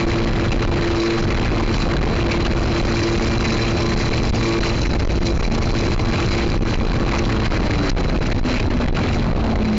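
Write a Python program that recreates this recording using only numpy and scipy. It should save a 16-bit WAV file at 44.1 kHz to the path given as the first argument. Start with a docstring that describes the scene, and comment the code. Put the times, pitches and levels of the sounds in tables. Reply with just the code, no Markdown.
"""Personal watercraft easing off

A personal watercraft runs at speed over open water, then eases off the throttle after seven seconds.
Its engine and drive sound as sines locked to the shaft, with a noise rasp at each firing.
Wind is coloured noise plus short pressure swings; spray is spurting hiss, splashes and dull knocks.
The head wind overloads the rider's microphone: saturation chops it all into a rough, flat-topped roar.
"""
import sys
import numpy as np
from scipy import signal
from scipy.fft import rfft, irfft, next_fast_len
from scipy.io import wavfile
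from scipy.ndimage import uniform_filter1d, map_coordinates

SR = 44100
rng = np.random.default_rng(int(sys.argv[2]) if len(sys.argv) > 2 else 0)


def file_out(sig):
    """Save sig as 16-bit WAV at sys.argv[1]."""
    # one column per channel
    cols = np.atleast_2d(sig).T
    # limit, then scale
    lim = np.clip(cols, -1, 1)
    pcm = np.round(lim * 32767).astype(np.int16)
    wavfile.write(sys.argv[1], SR, pcm)


N = 431286

# All levels in the tables are relative; the functions trim and mix them.
# crankshaft speed: t/s, f/Hz
SHAFT_SPEED = [(0, 113), (1.2, 113.6), (2.5, 113.2), (4, 113.4), (5.5, 113.2), (6.2, 113.8), (7.1, 113.6),
               (7.3, 112), (7.55, 108), (7.7, 101), (7.85, 95), (8, 90.5), (8.5, 83.5), (8.8, 80.7),
               (9.05, 78.5), (9.45, 75), (9.78, 70.5)]
# engine orders: multiple of the shaft speed, level/dB
ENGINE_ORDERS = [(1, -2.5), (2, -3.27), (3, 0.6), (4, -8.5), (5, -18.5), (7, -16), (9, -15.5), (10, -15.5),
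                 (21, -19)]
# loudness of the engine: t/s, firing order level/dB, level of all other orders/dB
ENGINE_LEVEL = [(0, -22.5, -24), (.33, -28, -29), (.5, -25, -29.5), (.65, -25.5, -21.5),
                (.85, -21.5, -30.5), (1.18, -26.5, -26.5), (1.45, -30.5, -25.5), (1.75, -25, -23.5),
                (1.95, -28.5, -26), (2.2, -22, -25.5), (2.85, -25.5, -26.5), (3.05, -22.5, -24.5),
                (3.5, -26.5, -22.5), (4.05, -26.5, -26), (4.25, -32.5, -24.5), (4.5, -22.5, -21.5),
                (4.8, -36.5, -36.5), (5.15, -28.5, -31.5), (5.5, -37, -30.5), (5.85, -26, -28),
                (6.15, -25.5, -22), (6.5, -28, -28), (6.82, -38.5, -27.5), (7.05, -20.5, -22.5),
                (7.4, -33, -25.5), (7.8, -22.5, -25.5), (8.05, -32, -29), (8.25, -38.5, -49),
                (8.42, -27.5, -24), (8.54, -23, -32.5), (8.65, -36.5, -26), (8.8, -23, -37),
                (8.92, -32, -25), (9.03, -25, -12), (9.15, -30.5, -31), (9.33, -30.5, -26),
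                (9.46, -25.5, -22), (9.59, -33.5, -39), (9.7, -24.5, -22), (9.78, -28.5, -38)]
# resonances of exhaust and hull, which each order lights up as it slides through: f/Hz, level/dB
PIPE_RESONANCE = [(70, -11.5), (113, 0.5), (165, -10), (215, 1.5), (250, -2.5), (280, -5), (315, -2),
                  (341, -0.5), (359, 11), (375, 13), (392, -6), (450, -2), (800, -2)]
# gusts that overload the diaphragm: t/s, length/s, push level/dB
GUST_EVENTS = [(0.058, 0.028, -6), (0.588, 0.034, -11.5), (0.686, 0.056, -11), (2.544, 0.039, -9),
               (2.815, 0.024, -10), (3.391, 0.035, -8.5), (3.959, 0.027, -9), (4.1, 0.024, -9),
               (4.319, 0.027, -1), (4.6, 0.015, -5.5), (4.886, 0.022, -11), (4.979, 0.015, -11),
               (5.063, 0.058, -6.5), (5.196, 0.028, -5), (5.382, 0.026, -8.5), (5.418, 0.016, -8.5),
               (5.491, .03, -10), (5.97, 0.043, -5), (6.042, 0.05, -11), (6.485, .02, -9.5),
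               (6.599, 0.034, -3), (6.644, 0.019, -9.5), (6.768, 0.061, -14), (6.995, 0.04, -11),
               (7.493, 0.035, -6), (7.687, 0.02, -9.5), (7.91, 0.01, -5.5), (7.94, 0.044, -5),
               (8.201, 0.018, -8.5), (8.338, 0.016, -6.5), (8.422, 0.037, -3.5), (8.592, 0.033, -13),
               (8.695, 0.012, -11), (8.872, 0.028, -11), (8.919, 0.04, -8.5), (9.339, 0.032, -10.5)]
# head wind at the microphone: t/s, buffet level/dB, rush level/dB
WIND_LEVEL = [(0, -22.5, -25), (.65, -19.5, -23), (.85, -20.5, -22.5), (1.15, -29, -24.5),
              (1.35, -19, -23.5), (1.7, -18.5, -23), (2.2, -16, -21.5), (3.3, -21, -24), (4.1, -21.5, -24),
              (4.67, -21, -25.5), (4.78, -23.5, -30.5), (5.05, -18.5, -26), (5.26, -22.5, -30),
              (5.5, -20, -28), (6.15, -20, -22), (6.85, -21, -28), (7.13, -14, -22), (7.3, -22, -23),
              (7.7, -18, -23.5), (8.05, -18.5, -24.5), (8.25, -25, -30.5), (8.4, -23, -30),
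              (8.53, -23, -25), (8.68, -23, -29.5), (8.8, -20.5, -28.5), (8.9, -21.5, -27), (9.1, -21, -26),
              (9.33, -19.5, -30), (9.5, -23, -33), (9.6, -20, -30), (9.78, -31, -31.5)]
# spectrum of the slow wind eddies: f/Hz, level per Hz/dB
BUFFET_SPECTRUM = [(8, -31), (22, 2), (40, 2), (80, -1.5), (150, -7), (300, -14.5), (600, -17), (1500, -38),
                   (4000, -86.5)]
# spectrum of the wind rush, shared by the engine's rasp: f/Hz, level per Hz/dB
RUSH_SPECTRUM = [(100, -32.5), (300, 0), (600, -3), (1100, -4.5), (1800, -2.5), (2500, -2), (3300, -10.5),
                 (5000, -21.5), (7500, -49.5)]
# spray thrown up by the hull: t/s, level/dB
SPRAY_SWELL = [(0, -40), (.75, -48.5), (1.0, -32.5), (1.35, -45), (1.8, -41), (2.1, -49), (2.55, -38.5),
               (2.9, -32), (3.8, -33.5), (4.5, -33.5), (5.3, -36), (6.3, -35), (6.85, -42), (7.15, -42),
               (7.7, -39.5), (8.5, -47.5), (9.5, -54), (9.78, -41)]
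# spectrum of the spray hiss: f/Hz, level per Hz/dB
SPRAY_SPECTRUM = [(1000, -31), (2300, 5), (3300, -6.5), (3800, -8), (4020, 1.5), (4300, -4.5), (5200, -3),
                  (7400, -14)]
# slaps of spray: t/s, length/s, level/dB
SLAP_EVENTS = [(1.78, 0.11, -31), (3.28, 0.0039, -28), (4.294, 0.0098, -32), (4.66, 0.049, -31.5),
               (5.266, 0.017, -23.5), (5.94, 0.018, -31), (6.703, 0.015, -31), (7.185, 0.022, -29.5),
               (7.865, 0.024, -33), (7.898, 0.011, -24), (8.269, 0.0069, -27.5), (8.51, 0.11, -37.5),
               (8.666, 0.013, -35.5), (9.14, 0.06, -35.5)]
# splashes against the hull: t/s, length/s, pitch f/Hz, level/dB
SPLASH_EVENTS = [(1.608, 0.018, 882, -16.5), (3.212, 0.017, 2380, -32.5), (3.454, 0.026, 2205, -19.5),
                 (4.448, 0.016, 996, -20), (4.548, 0.023, 1110, -24), (4.661, 0.047, 985, -27),
                 (4.662, 0.013, 2295, -22), (4.857, 0.021, 2020, -23), (4.935, 0.011, 1810, -25),
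                 (7.134, 0.092, 1000, -19.5), (7.146, 0.11, 1913, -27.5), (7.381, 0.049, 1304, -32),
                 (7.566, 0.045, 1884, -25), (7.879, 0.063, 1507, -26.5), (8.285, 0.01, 1693, -28),
                 (8.528, 0.071, 796, -33.5), (8.543, 0.12, 2240, -28.5), (8.82, .02, 1400, -32),
                 (8.983, 0.025, 1186, -24), (9.268, 0.028, 850, -24.5), (9.48, 0.18, 649.6, -26)]
# colour of the microphone: f/Hz, level/dB
MICROPHONE_COLOUR = [(20, 2.5), (300, 3.5), (1000, -4), (2500, -7.5), (3200, -8), (3750, -8.5),
                     (4050, -2.5), (4600, -4.5), (7400, -5)]

SPLASH_WIDTH = .75  # knot rate of a splash's bubble cloud, as a share of its pitch
GUST_HZ = 26.86  # how fast the pressure swings within a gust
HAND_S = .00086  # delay of the reflection off the hand
TOP_HZ = 7350  # edge of the treble cut-off


def amp(db):
    """Decibels to gain."""
    return 10 ** (np.asarray(db) / 20)


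def unit(x):
    """Scale to rms 1."""
    return x / np.sqrt(np.mean(x ** 2) + 1e-20)


def along(points, hz):
    """Read a table of (f/Hz, value) at any frequency, on a log axis."""
    f, v = np.transpose(points)
    return np.interp(np.log(hz + 1), np.log(f + 1), v)


def curves(rows):
    """Draw each column after the time as a curve with one value per sample."""
    s, *cols = np.transpose(rows)
    return [np.interp(np.arange(N) / SR, s, c) for c in cols]


def wobble(rate):
    """A smooth random curve with `rate` knots a second, looping over 2048 knots."""
    coarse = np.arange(0, N + 16, 16)
    knots = rng.standard_normal(2048)
    curve = map_coordinates(knots, [coarse * rate / SR], mode="wrap")
    return np.interp(np.arange(N), coarse, curve)


def filtered(x, response):
    """Multiply the spectrum of x by a complex response of frequency."""
    m = next_fast_len(N + SR // 2)  # spare room for tails
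    spectrum = rfft(x, m) * response(np.fft.rfftfreq(m, 1 / SR))
    return irfft(spectrum, m)[:N]


def noise(spectrum):
    """Coloured noise of rms 1."""
    return unit(filtered(rng.standard_normal(N), lambda hz: amp(along(spectrum, hz))))


def patchy(x, depth_db):
    """Give a noise short patches of random colour, rms 1."""
    z = signal.stft(x, nperseg=512)[2]
    field = uniform_filter1d(rng.standard_normal(z.shape), size=7, axis=0)  # smooth over frequency
    field = uniform_filter1d(field, size=5, axis=1)  # smooth over time
    return unit(signal.istft(z * amp(depth_db * unit(field)), nperseg=512)[1][:N])


def swells(rows):
    """A round-shouldered swell for each (t/s, length/s, level/dB) row."""
    t = np.arange(N) / SR
    shapes = []
    for s, length, db in rows:
        distance = np.minimum(np.abs(2 * (t - s) / length), 3)
        shapes.append(amp(db) * np.exp(-distance ** 3))
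    return np.array(shapes)


def engine(tone_db=4, rasp_db=-11, mellowing=2.6, misfire_db=4.5):
    """Exhaust and drive orders locked to the shaft, with an uneven rasp of gas at each firing."""
    shaft_hz, = curves(SHAFT_SPEED)
    firing_db, others_db = curves(ENGINE_LEVEL)
    # the load on the jet pump makes the speed hunt a little
    hunting_hz = shaft_hz * (1 + .003 * wobble(12))
    angle = 2 * np.pi * np.cumsum(hunting_hz) / SR
    # as the throttle closes, all orders but the firing order (the third) weaken
    load = (shaft_hz / shaft_hz.max()) ** mellowing
    # uneven combustion roughens every order
    uneven = amp(2.0 * wobble(35))
    firing = amp(firing_db)
    others = amp(others_db) * load
    tone = np.zeros(N)
    for order, db in ENGINE_ORDERS:
        # the higher the order, up to the tenth, the more it comes and goes
        flutter_db = .9 * np.sqrt(min(order, 10)) * wobble(10)
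        resonance_db = along(PIPE_RESONANCE, order * shaft_hz)
        size = amp(db + flutter_db + resonance_db) * (firing if order == 3 else others)
        tone += size * np.sin(order * angle + rng.uniform(0, 2 * np.pi))
    # three bursts of gas per turn of the shaft, of uneven strength
    bursts = noise(RUSH_SPECTRUM) * (1 + np.cos(3 * angle)) ** 2
    rasp = unit(bursts * amp(misfire_db * wobble(340)))
    return amp(tone_db) * tone * uneven + amp(rasp_db) * firing * rasp


def gusts(smothers_db=-5):
    """Vortices swing the diaphragm and smother finer sounds: returns (push, gain of the finer sounds)."""
    t = np.arange(N) / SR
    strength = swells(GUST_EVENTS)
    # each gust peaks at its centre, pushing in or pulling out at random
    swings = [rng.choice([-1, 1]) * np.cos(2 * np.pi * GUST_HZ * (t - s)) for s, _, _ in GUST_EVENTS]
    push = np.sum(strength * swings, axis=0)
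    smothered = 1 / (1 + strength.sum(axis=0) / amp(smothers_db))
    return push, smothered


def wind(buffet_gain_db=4.0, rush_gain_db=-4.5):
    """Slow eddies buffet the microphone and small ones rush past it: returns (buffet, rush)."""
    buffet_db, rush_db = curves(WIND_LEVEL)
    lumps = amp(2.2 * wobble(30))
    buffet = amp(buffet_db + buffet_gain_db) * unit(noise(BUFFET_SPECTRUM) * lumps)
    eddies = patchy(noise(RUSH_SPECTRUM), 3.2) * amp(4.2 * wobble(140))
    rush = amp(rush_db + rush_gain_db) * unit(eddies)
    return buffet, rush


def spray(hiss_db=-2, spurt_db=5.5, slap_db=-4):
    """Water hisses off the hull in quick spurts, with a sharper burst when a wave slaps it."""
    spray_db, = curves(SPRAY_SWELL)
    spurts = np.tanh(wobble(110))
    sheet = amp(spray_db + hiss_db + spurt_db * spurts)
    slaps = amp(slap_db) * swells(SLAP_EVENTS).sum(axis=0)
    return (sheet + slaps) * patchy(noise(SPRAY_SPECTRUM), 2.8)


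def splashes():
    """Each splash is a short cloud of bubbles: a broad noise centred on one pitch."""
    t = np.arange(N) / SR
    out = np.zeros(N)
    for s, length, hz, db in SPLASH_EVENTS:
        turn = 2 * np.pi * hz * t
        cloud = wobble(SPLASH_WIDTH * hz) * np.sin(turn) + wobble(SPLASH_WIDTH * hz) * np.cos(turn)
        out += swells([(s, length, db)])[0] * cloud
    return out


def spatter(drops_db=-8, centre_hz=1400, spread=0.444, cycles=1.15, scatter_db=1.5, count=1500):
    """Lumps of water patter on the hull as short, dull decaying knocks; they grow with the wind rush."""
    _, rush_db = curves(WIND_LEVEL)
    out = np.zeros(N + SR)
    t = np.arange(SR // 50) / SR  # each knock lasts 20 ms
    starts = rng.integers(0, N, count)
    draws = rng.standard_normal((count, 2)).clip(-2, 2)
    for start, (pitch, size) in zip(starts, draws):
        turns = centre_hz * np.exp(spread * pitch) * t
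        age = turns / cycles
        knock = age * np.exp(-age) * np.sin(2 * np.pi * turns)
        out[start:start + len(t)] += amp(scatter_db * size) * knock
    return amp(rush_db + drops_db) * unit(out[:N])


def scene():
    """Engine, wind and water at the handlebar."""
    drone = engine()
    push, smothered = gusts()
    buffet, rush = wind()
    fine = rush + spray() + splashes() + spatter()
    return (drone + push + buffet + smothered * fine)[None]


def record(dry, drive_db=33, ceiling_db=-20.0, ripple_db=5.5, ripple_hz=1400, choke_db=-11,
           port_hz=4010, port_width_hz=120, port_db=2, hand_db=-22):
    """The overloaded microphone flattens the waves; its port rings, and the treble is cut off."""
    pressure = dry[0]
    flat = amp(ceiling_db) * np.tanh(amp(drive_db) * pressure)
    # fine ripple still rides on the flat tops, until a strong push chokes it too
    ripple = amp(ripple_db) * filtered(pressure, lambda hz: hz ** 2 / (hz ** 2 + ripple_hz ** 2))
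    out = flat + ripple / (1 + np.abs(pressure / amp(choke_db)) ** 3)

    def port(hz):
        """The port adds a narrow resonance to the direct sound."""
        damping = 1j * hz * port_width_hz
        return 1 + amp(port_db) * damping / (port_hz ** 2 - hz ** 2 + damping)

    out = filtered(out, lambda hz: amp(along(MICROPHONE_COLOUR, hz)) * port(hz))
    # the coupling capacitor lets each flat top sag
    out = signal.sosfilt(signal.butter(1, 1.5, "high", fs=SR, output="sos"), out)
    # a short reflection off the hand that holds the microphone ruffles each edge
    out = filtered(out, lambda hz: 1 + amp(hand_db) * np.exp(-2j * np.pi * hz * HAND_S))
    # the steep cut-off rings briefly after each edge
    return signal.sosfilt(signal.ellip(10, .2, 90, TOP_HZ, fs=SR, output="sos"), out)[None]


dry = scene()
out = record(dry)
file_out(out)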